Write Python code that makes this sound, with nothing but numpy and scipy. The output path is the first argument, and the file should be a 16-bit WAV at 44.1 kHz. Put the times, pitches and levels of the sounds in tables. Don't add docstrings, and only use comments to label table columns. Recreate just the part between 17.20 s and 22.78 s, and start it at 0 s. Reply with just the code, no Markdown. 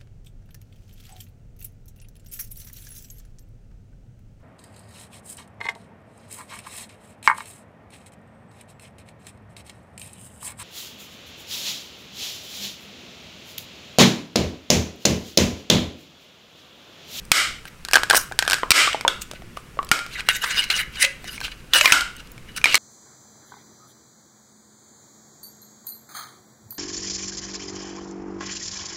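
import sys
import numpy as np
from scipy import signal
from scipy.fft import rfft, irfft
from scipy.io import wavfile
from scipy.ndimage import uniform_filter1d

SR = 44100
rng = np.random.default_rng(int(sys.argv[2]) if len(sys.argv) > 2 else 0)


def inscribe(sig):
    pcm = np.round(np.clip(np.atleast_2d(sig).T, -1, 1) * 32767)
    wavfile.write(sys.argv[1], SR, pcm.astype(np.int16))


def gain_from_db(level_db):
    decades = np.asarray(level_db, float) / 20
    return 10 ** decades


N = 246060
T = np.arange(N) / SR
SHIELD_DB = -8
PURE_DB = -42

# start_s, peak_db, pitch_hz, crack_over_ring_db, overload_db
BANGS = [
    (0.117, 13.2, 2531, 10, 14.75),
    (1.506, 14, 1994, 19, 17.1),
    (1.517, 6, 2350, 2, 20.2),
    (2.715, 6.6, 2250, 4, 2.6),
    (4.722, 9.7, 2595, 1.5, 2.6),
]
# start_s, peak_db, pitch_hz, crack_over_ring_db, overload_db
SNAPS = [(1.879, 1, 3530, -5, 0.5), (1.881, -4, 1510, -22, -4.5), (3.088, 4, 2810, 3, -14),
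         (4.535, 0.5, 3420, -17, -1), (4.611, 3, 2570, -6, -10), (4.647, -8, 2060, -8, -8),
         (4.657, 5, 2386, -2, 6.5), (5.442, 5, 2417, -1.5, -4.5), (5.457, -1, 2310, -13, -4),
         (5.544, 5.5, 2240, 0, 3.5), (5.554, 6, 4230, 9.5, 7)]
# start_s, peak_db, crack_over_ring_db, overload_db
WALL_SNAPS = [(0.734, 3.5, 16, -2), (0.742, -0.5, -1, -6), (0.756, 5.5, -2, -23), (0.762, -0.5, 6, -13),
              (0.898, -7, 13, -15), (0.9, 3, 8, -4), (0.909, 2.5, -4, -7), (0.964, -4, -1, -18),
              (0.976, -8, -2, -25), (1.19, 2, 13, -8.5), (1.278, -1.5, 1, 1), (1.332, 3.5, 8, -4)]
# pitch_hz, level_db (per Hz)
CRACK = [(88, -54), (150, -121), (547, -12.5), (2330, 0), (5210, 0.5), (6090, -5.5), (8660, -3),
         (11200, -13.5), (14700, -12), (16200, -67)]


def unit(x):
    return x / np.sqrt(np.mean(x ** 2))


def colour(x, points):
    hz, db = np.transpose(points)
    bins = np.maximum(np.arange(len(x) // 2 + 1) * SR / len(x), 1)
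    weight_db = np.interp(np.log(bins), np.log(hz), db)
    return irfft(rfft(x) * gain_from_db(weight_db), len(x))


def band(x, hz, width_hz):
    return signal.lfilter(*signal.iirpeak(hz, hz / width_hz, SR), x)


def walk(count, hold):
    steps = np.repeat(rng.standard_normal((count, N // hold + 1)), hold, axis=1)
    return uniform_filter1d(steps, hold, axis=1)[:, :N]


def floor():
    # pitch_hz, level_db (per Hz)
    rumble_colour = [(11, 1), (18, -2), (58, 2), (81, -14), (112, -3.5), (172, -7), (199, -8), (278, -13.5),
                     (347, -13), (400, -19), (520, -19), (880, -120)]
    # pitch_hz, level_db (per Hz)
    hiss_colour = [(240, -30), (400, 0), (801, -6), (1380, -2), (1840, -4), (2750, -4), (3470, -10),
                   (8240, -15), (13500, -20), (16000, -24)]
    wobble = gain_from_db(2 * walk(count=1, hold=2048)[0])
    rumble = unit(colour(rng.standard_normal(N), rumble_colour) * wobble)
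    hiss = unit(colour(rng.standard_normal(N), hiss_colour))
    return gain_from_db(-44) * rumble + gain_from_db(-51) * hiss


def buckle_rows():
    # start_s, peak_db, crack_over_ring_db
    wall_ticks = [(0.454, -24, 0), (0.65, -13.5, 13), (0.686, -14.5, 0), (0.712, -15, 9), (0.724, -20, 14),
                  (0.77, 1, -41), (0.782, -9, -36), (0.834, -3.5, 3.5), (0.92, -14, -14), (0.93, -6, 2),
                  (0.947, 0.5, -52), (0.955, -1.5, 9), (1.122, -15.5, -5), (1.225, -3, -2),
                  (1.251, -16, -3), (1.264, -18.5, -9), (1.299, -6.5, 58), (1.31, -4, 9), (1.319, -5.5, 3),
                  (1.342, -2.5, 5.5), (1.384, -18, -4)]
    # start_s, peak_db, pitch_hz, t60_s,
    # overload_db
    hums = [
        (2.715, -9, 1410, 0.11, -1.5),
        (2.715, -11, 1870, 0.037, -0.5),
        (3.84, -13.5, 2032, 0.14, -19),
        (4.723, -11.5, 1410, 0.07, 14),
    ]
    # start_s, peak_db, pitch_hz,
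    # t60_s
    pops = [(1.114, -20, 790, 0.017), (1.433, -3.5, 1050, 0.023), (1.675, -7.5, 1170, 0.045),
            (1.746, -8, 840, 0.031), (1.85, -3.5, 932, 0.035), (1.864, -20.5, 546, 0.13),
            (2.572, -25, 553, 0.048), (2.59, -8, 1140, 0.045), (3.839, -26.5, 540, 0.27),
            (4.55, -27, 527, 0.21), (4.61, -18.5, 608, 0.17), (4.644, -16, 1042, 0.19)]
    # start_s, peak_db, pitch_hz, crack_over_ring_db
    turn_ticks = [(0.936, -2.5, 1100, -25), (1.81, -14, 2220, -1), (2.018, -19, 2450, 38),
                  (2.113, -19.5, 600, 6), (2.135, -23.5, 613, -3), (2.221, -25.5, 710, -3),
                  (2.372, -17.5, 1190, -8), (2.629, -19.5, 1170, -3), (2.791, -13.5, 1680, 1),
                  (2.864, -20, 1290, 5), (3.006, -15.5, 2380, 2), (3.15, -24, 2750, -26),
                  (3.5, -22, 1440, -31), (3.798, -20, 3040, -10), (3.828, -7.5, 4920, -10),
                  (3.826, -36, 1464, -15), (3.84, -26, 2150, 1), (4.043, -20.5, 735, 9),
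                  (4.179, -22.5, 2220, -17), (4.204, -19.5, 2450, 5), (4.213, -18.5, 1580, -11),
                  (4.281, -21.5, 1580, -11), (4.676, -5, 2100, -21), (4.809, -9.5, 1320, 9),
                  (5.179, -30.5, 2350, -2), (5.415, -24, 2410, -14)]
    # start_s, peak_db, pitch_hz
    thin_ticks = [(0.0518, -32.5, 8300), (1.7304, -12, 3000), (2.647, -28, 7660), (2.6687, -31, 3220),
                  (2.69, -23, 4500), (4.966, -28, 8200), (5.0724, -36, 4500), (5.1174, -29.5, 11250),
                  (5.3194, -41, 4630)]

    def ring_t60(crack_db):
        return min(0.033 * 2 ** (crack_db / 24.5), 0.04)

    wall = list(WALL_SNAPS) + [(*row, SHIELD_DB) for row in wall_ticks]
    wall_hz = 1606 * (1 + 0.025 * rng.standard_normal(len(wall)))
    snaps = [(s, db, hz, crack_db, over_db) for (s, db, crack_db, over_db), hz in zip(wall, wall_hz)]
    snaps += list(SNAPS)
    rows = [(s, db, hz, crack_db, ring_t60(crack_db), over_db) for s, db, hz, crack_db, over_db in snaps]
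    rows += [(s, db, hz, crack_db, 0.021, over_db) for s, db, hz, crack_db, over_db in BANGS]
    rows += [(s, db, hz, PURE_DB, t60, over_db) for s, db, hz, t60, over_db in hums]
    rows += [(s, db, hz, -36, t60, SHIELD_DB) for s, db, hz, t60 in pops]
    rows += [(*row, 0.022, SHIELD_DB) for row in turn_ticks]
    rows += [(*row, -18, 0.0048, SHIELD_DB) for row in thin_ticks]
    return rows


def buckle(hz, crack_db, t60, chance, click):
    t = T[:len(chance)]
    pure = crack_db < PURE_DB + 1
    fall = np.log(1000) * t / max(t60, 0.004)
    ring = np.sin(2 * np.pi * hz * t) * np.exp(-fall)
    apart = 0.025 if pure else 0.088
    neighbour_hz = hz * (1 + apart * chance[0])
    ring += 0.5 * np.sin(2 * np.pi * neighbour_hz * t + chance[1]) * np.exp(-0.85 * fall)
    carried = ring * (1 if pure else 1.32 * np.exp(-t / 0.0014))
    for k, ratio in enumerate((0.55, 0.72, 1.45, 1.9, 2.5)):
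        stray_hz = min(hz * ratio * (1 + 0.081 * chance[2 + k]), 0.35 * SR)
        stray_db = -8 + 0.2 * max(crack_db, -20) + 2.5 * chance[7 + k]
        ring += gain_from_db(stray_db) * np.sin(2 * np.pi * stray_hz * t) * np.exp(-t / 0.002)
    crack_fade = np.exp(-t / 0.0006) + 0.3 * np.exp(-t / 0.0035)
    crack = gain_from_db(crack_db) * unit(colour(chance, CRACK)) * crack_fade
    near = (ring + crack) * (1 - np.exp(-t / 0.0001))
    far = 0.75 * carried + 0.078 * ring + click * np.sqrt(np.sum(crack ** 2))
    return np.array([near, far]) / np.abs(near).max()


def cups():
    # start_s, peak_db, push_s
    puff_rows = [
        (0.116, -25, 0.0011),
        (1.506, -6, 0.00086),
        (2.715, -6, 0.00057),
        (4.721, -20, 0.0011),
    ]
    rows = buckle_rows()
    size = 6144
    heard, true, puffs = np.zeros((3, N + size))
    click = np.roll(colour(1. * (T[:size] == 0), CRACK), 64)
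    click = colour(click, [(650, -14), (1250, 0)])
    click /= np.sqrt(np.sum(click ** 2))
    chances = rng.standard_normal((len(rows), size))
    for (s, db, hz, crack_db, t60, over_db), chance in zip(rows, chances):
        i = int(s * SR)
        near, far = gain_from_db(db) * buckle(hz, crack_db, t60, chance, click)
        heard[i:i + size] += near
        true[i:i + size] += gain_from_db(over_db) * far
    for s, db, push_s in puff_rows:
        i = int(s * SR)
        age = T[:size] / push_s
        puffs[i:i + size] += gain_from_db(db) * age * np.exp(1 - age) * (1 - age / 2)
    no_bass = signal.butter(2, 330, "high", fs=SR, output="sos")
    thin = signal.sosfilt(no_bass, heard)
    return (thin + puffs)[:N], true[:N]


def room(x):
    # pitch_hz, start_db, t60_s
    tail_bands = [(350, -52.5, 0.32), (530, -49, 0.35), (1260, -42, 0.34), (2450, -47, 0.4),
                  (3860, -49.5, 0.32), (6170, -45, 0.34), (10000, -47.5, 0.29), (14000, -44, 0.26)]
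    # delay_s, level_db
    echoes = [(.0031, -22), (.0118, -23), (.0152, -28), (.026, -32)]
    t = T[:SR // 2 + SR // 4]
    tail = np.zeros(len(t))
    for hz, db, t60 in tail_bands:
        edges = signal.butter(2, [hz / 1.35, hz * 1.35], "band", fs=SR, output="sos")
        noise = unit(signal.sosfilt(edges, rng.standard_normal(len(t))))
        tail += gain_from_db(db) * noise * np.exp(-np.log(1000) * t / t60)
    tail *= 1 - np.exp(-(t / 0.0027) ** 2)
    for s, db in echoes:
        i = int(s * SR)
        scatter = rng.standard_normal(256) * np.exp(-t[:256] / 0.0012)
        tail[i:i + 256] += gain_from_db(db) * scatter / np.sqrt(np.sum(scatter ** 2))
    return signal.fftconvolve(x, tail)[:N]


def gain_db():
    attack_s, release_s, release_bend = 0.0051, 0.035, 0.84
    squash = 2.53
    out = np.zeros(N)
    for s, *_, over_db in [*BANGS, *SNAPS, *WALL_SNAPS]:
        age = np.maximum(T - s, 0)
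        dive = (1 - np.exp(-age / attack_s)) * np.exp(-(age / release_s) ** release_bend)
        out = np.minimum(out, -squash * max(over_db, 0) * dive)
    return out


def patches(creases, modes, patch_db):
    activity = gain_from_db(patch_db * walk(count=len(modes), hold=1024))
    total = np.zeros(N)
    for k, (hz, width_hz, db) in enumerate(modes):
        total += (-1) ** k * gain_from_db(db) * band(creases * activity[k], hz, width_hz)
    return unit(total)


def foil():
    # pitch_hz, width_hz, level_db
    lid_modes = [(1574, 280, 8), (2063, 340, 13), (2800, 620, 12), (3730, 42, 11.5), (3990, 190, 6),
                 (4980, 77, 4), (1510, 26, 9), (2912, 87, 19), (2366, 25, 6.5)]
    # pitch_hz, width_hz, level_db
    treble_modes = [(5700, 1600, 0), (7000, 1800, -2), (8600, 2400, -2), (11000, 3000, -6),
                    (14000, 3500, -9)]
    # loudest_s, level_db, rise_s, fall_s, treble_over_body_db
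    foil_bursts = [(2.94, -35, 0.062, 0.088, -7), (3.0, -25.5, 0.069, 0.021, -24),
                   (3.075, -29.5, 0.017, 0.0035, -9), (3.098, -13.5, 0.012, 0.029, -13.5),
                   (3.156, -22.5, 0.048, 0.036, -3.5), (3.22, -32.5, 0.003, .1, 0),
                   (3.245, -19, 0.032, 0.055, -20), (3.325, -23, 0.11, 0.013, -4.5),
                   (3.392, -16.5, .12, 0.052, -13), (3.44, -23, 0.067, 0.014, -12),
                   (3.501, -15, 0.0013, 0.061, -27), (3.535, -40, 0.016, .06, -18),
                   (3.609, -18, 0.11, 0.021, -9), (3.756, -33, 0.007, 0.18, -32),
                   (3.826, -13.5, 0.022, 0.023, -6), (3.85, -18.5, 0.076, 0.014, -6),
                   (4.085, -29.5, 0.045, 0.024, -9), (4.138, -34, 0.11, 0.063, -5.5),
                   (4.237, -29, 0.028, 0.071, -13), (4.318, -33.5, 0.0078, 0.028, -20),
                   (4.405, -49, .04, 0.013, -17),
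                   (0.482, -34, .023, 0.005, -7.5), (0.951, -25, .02, 0.076, 8), (0.975, -25, 0.025, 0.0091, 15.5),
            (2.02, -32.5, 0.008, 0.015, 3.5), (2.16, -43, 0.045, 0.026, -25),
            (2.369, -44.5, 0.0035, 0.039, -1), (4.536, -12, 0.0028, 0.096, -5.5),
            (4.557, -12.5, 0.025, 0.12, -20), (4.598, -28, .03, .004, -18),
            (4.652, -13.5, 0.056, 0.0083, -10), (4.68, -22, 0.027, 0.023, -29),
            (4.713, -19.5, 0.11, 0.0078, -11), (5.004, -46, 0.092, 0.016, -14),
            (5.065, -48, .03, 0.016, -14), (5.289, -44, 0.02, 0.05, -19), (5.364, -27, 0.0031, 0.026, 0.5),
            (5.381, -24.5, 0.023, 0.012, -10), (5.467, -17, 0.0043, 0.13, -39)]
    creases_per_s, spread_db, clump_db, patch_db = 9000, 2.4, 2, 5.5

    happens = rng.random(N) < creases_per_s / SR
    crease_size = gain_from_db(spread_db * np.minimum(rng.exponential(size=N), 5))
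    creases = happens * crease_size * np.sign(rng.standard_normal(N))
    creases = creases * gain_from_db(clump_db * walk(count=1, hold=128)[0])

    broad = band(band(creases, 2160, 4600), 2160, 4600)
    body = patches(creases, lid_modes, patch_db)
    body = unit(body + 0.24 * unit(broad) + 0.05 * unit(band(creases, 600, 500)))

    smear = rng.standard_normal(N) * uniform_filter1d(np.abs(creases), 48)
    spit = patches(smear, treble_modes, patch_db)
    spit = unit(spit - band(spit, 1000, 2300))

    body_power, treble_power = np.zeros(N), np.zeros(N)
    for s, db, rise_s, fall_s, treble_db in foil_bursts:
        at = slice(max(int((s - 3 * rise_s) * SR), 0), int((s + 3 * fall_s) * SR))
        away = np.maximum((s - T[at]) / rise_s, (T[at] - s) / fall_s)
        power = gain_from_db(2 * db - 40 * away ** 1.023)
        body_power[at] += power
        treble_power[at] += power * gain_from_db(2 * treble_db)
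    return np.sqrt(body_power) * body + np.sqrt(treble_power) * spit


def scene():
    background = floor()
    heard, true = cups()
    lid = foil()
    echo = room(true + gain_from_db(SHIELD_DB) * lid)
    return (heard + lid + gain_from_db(gain_db()) * (echo + background))[None]


def roll_off(x):
    return signal.sosfilt(signal.butter(12, 16370, fs=SR, output="sos"), x)


def record(dry):
    low_pass = signal.ellip(8, 0.2, 40, 15900, fs=SR, output="sos")
    dull = signal.sosfilt(low_pass, dry)
    return roll_off(np.clip(dull, -1, 1))


dry = scene()
out = record(dry)
inscribe(out)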